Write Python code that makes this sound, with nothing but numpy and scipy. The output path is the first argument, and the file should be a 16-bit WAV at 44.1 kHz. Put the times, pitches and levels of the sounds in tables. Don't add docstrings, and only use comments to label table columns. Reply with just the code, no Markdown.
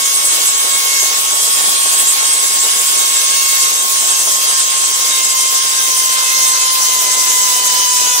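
import sys
import numpy as np
from scipy import signal
from scipy.fft import rfft, irfft, next_fast_len
from scipy.io import wavfile
from scipy.ndimage import uniform_filter1d, map_coordinates

SR = 44100
rng = np.random.default_rng(int(sys.argv[2]) if len(sys.argv) > 2 else 0)


def inscribe(sig):
    pcm = np.round(np.clip(np.atleast_2d(sig).T, -1, 1) * 32767)
    wavfile.write(sys.argv[1], SR, pcm.astype(np.int16))


def boost(x):
    u = np.asarray(x, float) / 20
    return 10 ** u


N = 361619

STRANDS = 6
LAG_S = 0.000347
# t/s, rate/Hz
STRAND_RATE = [(0.0, 1091.6), (0.54, 1096.6), (1.04, 1085.5), (1.37, 1096.8), (1.93, 1092.6),
               (2.31, 1081.0), (2.75, 1087.7), (3.24, 1081.1), (4.16, 1079.3), (4.78, 1061.8),
               (4.92, 1075.9), (5.23, 1052.8), (5.83, 1060.5), (5.93, 1045.7), (6.75, 1037.4),
               (7.04, 1025.2), (7.28, 1022.8), (8.2, 994.5)]


def unit(x):
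    return x / np.sqrt(np.mean(x ** 2, axis=-1, keepdims=True) + 1e-20)


def along(points, hz):
    f, *cols = np.transpose(points)
    return np.array([np.interp(np.log(hz + 1), np.log(f + 1), c) for c in cols])


def curves(rows):
    s, *cols = np.transpose(rows)
    return np.array([np.interp(np.arange(N) / SR, s, c) for c in cols])


def wobble(rate_hz, count=1):
    knots = rng.standard_normal((count, 1000))
    step = 32
    at = np.arange(N // step + 1) * step * rate_hz / SR
    coarse = [map_coordinates(k, [at], mode="wrap") for k in knots]
    return uniform_filter1d(np.repeat(coarse, step, axis=1), size=step, axis=1)[:, :N]


def filtered(x, response):
    m = next_fast_len(N + 8192)
    return irfft(rfft(x, m) * response(np.fft.rfftfreq(m, 1 / SR)), m)[..., :N]


def patchy(patchy_db):
    z = signal.stft(rng.standard_normal((2, N)), nperseg=512)[2]
    field = rng.standard_normal(z.shape[1:])
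    for axis in (0, 1):
        field = uniform_filter1d(field, size=7, axis=axis)
    return signal.istft(z * boost(patchy_db * field / field.std()), nperseg=512)[1][:, :N]


def swayed(rows):
    # t/s, lean onto rear wheel, twist about rope, load on plates, tilt
    sway = [(0.0, -0.4, -0.4, -0.9, 1.0), (0.6, -0.4, 0.7, -0.7, 2.3), (0.93, 2.0, -2.4, -0.4, 0.6),
            (1.37, -1.3, 0.9, -0.0, 0.2), (1.8, -0.2, 0.1, -2.9, -1.6), (2.35, -1.2, -0.8, -0.9, -1.2),
            (2.82, -0.5, 1.5, -0.6, 0.8), (3.65, 1.6, -1.5, -0.8, 0.1), (3.85, -0.9, 1.6, 0.9, 1.2),
            (4.82, -1.2, -0.6, 0.4, -2.2), (4.95, -1.2, 0.6, 1.3, 0.4), (5.16, -1.0, -2.2, 1.6, -1.3),
            (5.95, -0.6, 0.5, 1.0, 1.9), (6.37, 2.3, -2.1, 0.1, -0.9), (6.75, 1.0, 1.2, -0.1, 0.2),
            (7.3, -0.1, -1.4, 1.4, 0.0), (7.7, 1.8, 2.1, -0.1, -0.2), (8.2, 1.4, 2.0, 1.8, -2.4)]
    return np.asarray(rows) @ np.vstack([np.ones(N), curves(sway)])


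def lay_angle():
    hz = curves(STRAND_RATE)[0] * (1 + 0.003014 * wobble(14)[0])
    return 2 * np.pi * np.cumsum(hz) / STRANDS / SR


def orders(angle, multiples, level_db, fade_db, drift_rad, rate_hz, lag_s):
    out = np.zeros((2, N))
    for k, db, lag in zip(multiples, level_db, lag_s):
        late = np.array([angle - lag * SR * np.gradient(angle), angle])
        shared, *own = wobble(rate_hz, count=5)
        fade = fade_db * (shared + 1.2 * np.array(own[:2]))
        drift = drift_rad * (shared + 0.77 * np.array(own[2:]))
        out += np.sqrt(2) * boost(db + fade) * np.sin(k * late + drift)
    return out


def proud():
    # t/s, length/s, level/dB
    spells = [(-.1, 0.67, 6), (0.656, 0.42, 8), (2.2, 0.98, 6), (3.1, 0.76, 10), (4.05, 0.27, 9),
              (4.45, 0.33, 6), (4.953, 0.41, 7.5), (5.5, .45, 7.5), (6.048, 0.67, 8.5), (7.95, 0.26, 11)]
    edge_s = 0.069
    t = np.arange(N) / SR
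    return sum(db * np.clip(np.minimum(t - s, s + length - t) / edge_s, 0, 1) for s, length, db in spells)


def whine(angle):
    # multiple of lay rate, left level/dB, right level/dB
    lay_lines = [(5, -52.0, -50.0), (7, -52.0, -47.0), (8, -51.0, -57.0), (9, -38.0, -38.0),
                 (10, -49.0, -44.0), (11, -54.0, -46.0), (14, -50.0, -49.0), (15, -39.0, -38.0),
                 (16, -41.0, -43.0), (17, -45.0, -45.0), (19, -41.0, -45.0), (21, -39.0, -38.0),
                 (22, -41.0, -44.0), (23, -44.0, -46.0), (27, -42.0, -37.0), (28, -42.0, -39.0),
                 (29, -43.0, -38.0), (30, -39.0, -36.0), (33, -38.0, -38.0), (34, -36.0, -36.0),
                 (36, -34.0, -35.0), (37, -37.0, -40.0), (39, -39.0, -41.0)]
    # t/s, left lag of 2nd overtone/us, of 3rd/us
    heading = [(0, -75, 110), (1.25, -120, 130), (1.5, -245, 50), (2.25, -210, 40), (2.5, -70, 150),
               (3.0, 30, 160), (3.5, -110, 205), (3.75, -110, 170), (4.0, -330, 150), (4.5, -250, 25),
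               (4.75, -270, 25), (5.3, -370, 290), (5.95, -150, 570), (6.45, -135, 630), (6.75, -70, 560),
               (7.2, 20, 560), (7.7, -80, 620), (8.2, -130, 620)]
    # level at rest/dB, dB per lean, per twist, per load, per tilt
    overtone_sway = [
        [(-33.8, -1.4, -2.6, -.2, 1.4), (-35.6, 3.1, -2.1, -1.3, -.8)],
        [(-33, 3, 1.8, -1.7, 1.3), (-31, -2.1, .6, 0, .2)],
        [(-36, 2.6, -.4, -1.8, .3), (-38.8, 3.7, -.7, -2.6, -.8)],
    ]
    halfway_orders, whole_orders = (9, 15, 21), (12, 18, 24)

    full_speed_hz, db_per_hz = 1074, [[0.0566], [0.07]]
    strand_db = -26 + db_per_hz * (full_speed_hz - curves(STRAND_RATE)[0])
    strand = orders(angle, [STRANDS], [strand_db + 0.5], fade_db=0.7, drift_rad=0.031, rate_hz=14, lag_s=[.0003])

    half_db = -46 + proud() + wobble(2.12)[0] + [[.4], [.6], [1.5]]
    halfway = orders(angle, halfway_orders, half_db, fade_db=3, drift_rad=0.46, rate_hz=15,
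                     lag_s=[LAG_S, LAG_S, .00029])

    second_us, third_us = curves(heading)
    lags = [second_us / 1e6, third_us / 1e6, np.linspace(-.00011, -.00023, N)]
    overtone_db = swayed(overtone_sway) + [[[1.5]], [[1.5]], [[3]]]
    overtones = orders(angle, whole_orders, overtone_db, fade_db=1, drift_rad=.35, rate_hz=16, lag_s=lags)

    lines = np.array([row for row in lay_lines if row[0] not in halfway_orders])
    uneven = orders(angle, lines[:, 0], lines[:, 1:, None] - .5, fade_db=3, drift_rad=1.1, rate_hz=10,
                    lag_s=[LAG_S] * len(lines))
    return strand + halfway + overtones + uneven


def rolling(angle):
    # f/Hz, left level/dB per Hz, right level/dB per Hz
    hiss_spectrum = [(500, -29.5, -30), (970, -8.5, -5.5), (1390, -6, -6), (2030, -11, -4),
                     (3160, -1.5, -1.5), (3780, 1, 1.5), (4530, 0, -6.5), (5600, 0.5, 1), (6730, 2.5, 5),
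                     (8700, 3.5, 3), (9900, 0.5, -8), (10800, -8.5, -1.5), (12800, -7.5, -5.5),
                     (15300, -2, -10.5)]
    # f/Hz, width/Hz, left level/dB, right level/dB
    plates = [(4980, 900, -13, 6.5), (7850, 1140, 4, 7.5), (9155, 200, -2.5, 13.5), (10290, 970, 4, 2.5),
              (12000, 160, 8.5, -7), (14700, 900, -28, -29)]
    # f/Hz, width/Hz, left level/dB, right level/dB
    singing = [(5880, 99, 9.5, -6.5), (6470, 255, 7, -1.5)]
    # f/Hz, correlation
    alike = [(1000, 0.41), (1650, 0.4), (2300, 0.29), (2900, 0.24), (3500, 0.13), (4700, 0.48), (5500, .25),
             (5950, 0.14), (6600, 0.28), (7000, .15), (8000, 0.12)]
    # level at rest/dB, dB per lean, per twist, per load, per tilt
    ring_sway = [
        (-5.5, 1.8, -0.31, 5, 1.3),
        (0, 1.7, .3, 1.8, 0.38),
    ]
    # level at rest/dB, dB per lean, per twist, per load, per tilt
    roll_sway = [
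        (0, 0.027, -0.25, -0.4, -0.27),
        (0, 0.85, -.1, .5, -0.28),
        (0, -0.79, .1, -0.9, -0.27),
        (0, -0.066, 0.3, -.2, .4),
    ]
    centres_hz = [3300, 6170, 8060, 12000]
    lag_top_hz = 6690

    def peak(f, centre, width, left, right):
        return boost([[left - 2], [right - 2]]) / (1 + ((f - centre) / width * 2) ** 2)

    def turn(f):
        return np.arccos(np.clip(along(alike, f), 0, 1)) / 2

    def lag(f):
        return np.exp(-2j * np.pi * f * LAG_S * (f < lag_top_hz) * np.array([[1], [0]]))

    def body(f):
        return np.sqrt(boost(along(hiss_spectrum, f)) ** 2 + sum(peak(f, *p) ** 2 for p in plates))

    def share(k):
        return lambda f: np.interp(np.log(f + 1), np.log(centres_hz), np.eye(4)[k])

    pulse = 1 + 0.023 * np.sin(angle) + 0.058 * np.sin(3 * angle) + 0.14 * np.sin(STRANDS * angle)
    a, b = pulse * patchy(patchy_db=1.68)
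    common = filtered(a, lambda f: lag(f) * np.cos(turn(f)))
    opposed = filtered(b, lambda f: lag(f) * np.sin(turn(f)) * [[1], [-1]])
    pair = common + opposed
    hiss = filtered(pair, body)
    ring_db = swayed(ring_sway) + 0.78 * wobble(3.76, count=2)
    for db, mode in zip(ring_db, singing):
        hiss = hiss + boost(db) * filtered(pair, lambda f: peak(f, *mode))

    flutter_db = [.6, .8, 1.5, 1.5] * wobble(36, count=4).T
    region_db = swayed(roll_sway) + 0.64 * wobble(5, count=4) + flutter_db.T
    out = sum(boost(db) * filtered(hiss, share(k)) for k, db in enumerate(region_db))
    return boost(-12.0) * out / hiss.std()


def gusts():
    # t/s, peak level/dB
    gust_peaks = [(0.309, -19), (0.426, -24.5), (0.633, -26), (0.81, -29), (1.015, -20), (1.522, -24),
                  (1.672, -20), (1.939, -23.5), (2.202, -25.5), (2.48, -24), (2.629, -22), (2.799, -18),
                  (3.775, -23), (4.001, -20), (4.269, -20), (4.45, -22), (5.2, -28), (6.145, -22.5),
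                  (6.31, -20), (6.954, -24.5), (7.121, -27), (7.597, -24), (7.765, -22.5), (7.999, -20)]
    # t/s, level/dB
    stalls = [(.09, -5), (1.44, 5), (2.862, -5), (4.17, -6), (4.57, -6), (7.88, -6)]
    rise_s, fall_s, lull_s = 0.0057, 0.076, 0.02
    hits, t = np.zeros(N), np.arange(SR // 2) / SR
    s, db = np.transpose(gust_peaks)
    hits[(s * SR).astype(int)] = np.clip(db + 25, 0, 4.5)
    shape = np.exp(-t / fall_s) - np.exp(-t / rise_s)
    lulls = sum(db * np.exp(-((np.arange(N) / SR - s) / lull_s) ** 2) for s, db in stalls)
    return signal.fftconvolve(hits, shape / shape.max())[:N] + lulls


def wind():
    # t/s, strength/dB, left-right difference/dB as the camera turns
    strength = [(0.0, -32, 4), (0.02, -34.5, 1.5), (1.16, -37.5, 2.0), (1.85, -34.5, 4.5),
                (3.52, -38.5, -2.5), (3.72, -37.5, 1), (6.67, -40, -3.5), (6.99, -35.5, 6),
                (7.42, -35.5, -1), (7.81, -36.5, 5.5), (7.86, -40, -3.5), (8.2, -39, 6)]
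    # f/Hz, left level/dB per Hz, right level/dB per Hz
    buffet = [(40, -47, -23), (101, -34, -19.5), (153, -10.5, -20.5), (232, -5, -9.5), (395, 1, 2),
              (566, 3, 2.5), (950, 3, -1), (1440, -7.5, -5), (3000, -23.5, -15.5)]
    calm_db, slow_share = 5, 0.55
    gust_share = [[1.5], [0.22]]

    level_db, pan_db = [c.mean() + slow_share * (c - c.mean()) for c in curves(strength)]
    air = unit(filtered(patchy(patchy_db=0.5), lambda f: boost(along(buffet, f))))
    rumble = filtered(air, lambda f: 1 / (1 + (f / 230) ** 4))
    air = air + rumble * (boost(3.0 * wobble(16, count=2)) - 1)
    puffs = np.clip(wobble(120, count=2), 0, 2) ** 2
    lumps = boost([[2.3], [1.1]] * wobble(30, count=2) + [[1.6], [.6]] * puffs)
    port_db = level_db + calm_db + gust_share * gusts() + [[.5], [-.5]] * pan_db
    return boost(port_db) * unit(lumps * air)


def scene():
    angle = lay_angle()
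    return whine(angle) + rolling(angle) + wind()


def merged_treble(x):
    # f/Hz, usual left-right likeness, its spread from frame to frame
    merged = [(7200, .57, .83), (7900, .7, .73), (8600, .42, .9), (10000, .28, .86), (10700, .37, .78),
              (11400, .88, 1.15), (12000, .52, .93), (12700, .22, 1.05), (13400, -.04, 1.04),
              (14800, 0, .78), (15500, .2, 1.3)]
    hop, start, band, first_band, last_band = 1024, 307, 32, 10, 23
    count = (N - start) // hop - 1
    k = np.arange(2 * hop) + .5
    bins = np.arange(first_band * band, last_band * band) + .5
    window = np.sqrt(2 / hop) * np.sin(np.pi * k / (2 * hop))
    basis = window[:, None] * np.cos(np.pi / hop * np.outer(k + hop / 2, bins))
    at = start + hop * np.arange(count)[:, None] + np.arange(2 * hop)
    both = (x[:, at] @ basis).reshape(2, count, -1, band)

    mood = .96 * rng.standard_normal(both.shape[1:3]) + .28 * rng.standard_normal((count, 1))
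    mood = .9 * mood + .44 * np.roll(mood, 1, axis=0)
    usual, spread = along(merged, bins.reshape(-1, band).mean(axis=1) * SR / (2 * hop))
    apart = np.clip((1 - usual - spread * mood) / 2, 0, 1) ** .7
    turn = np.arccos(1 - 2 * apart)[..., None] / 2
    mid = np.cos(turn) * unit(both[0] + both[1])
    side = np.sin(turn) * unit(both[0] - both[1])

    level = np.sqrt(np.mean(both ** 2, axis=-1, keepdims=True))
    level = level ** .4 * np.sqrt(level[0] * level[1]) ** .6
    change = level * [mid + side, mid - side] - both
    frames = change.reshape(2, count, -1) @ basis.T
    return x + [np.bincount(at.ravel(), f.ravel(), N) for f in frames]


def top_cut(x):
    return signal.sosfilt(signal.butter(12, 16870, fs=SR, output="sos"), x)


def record(dry):
    top_hz = 15750
    limited = dry / (1 + np.abs(dry / 0.8) ** 8) ** (1 / 8)
    mix = merged_treble(filtered(limited, lambda hz: hz < top_hz))
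    return top_cut(mix)


dry = scene()
out = record(dry)
inscribe(out)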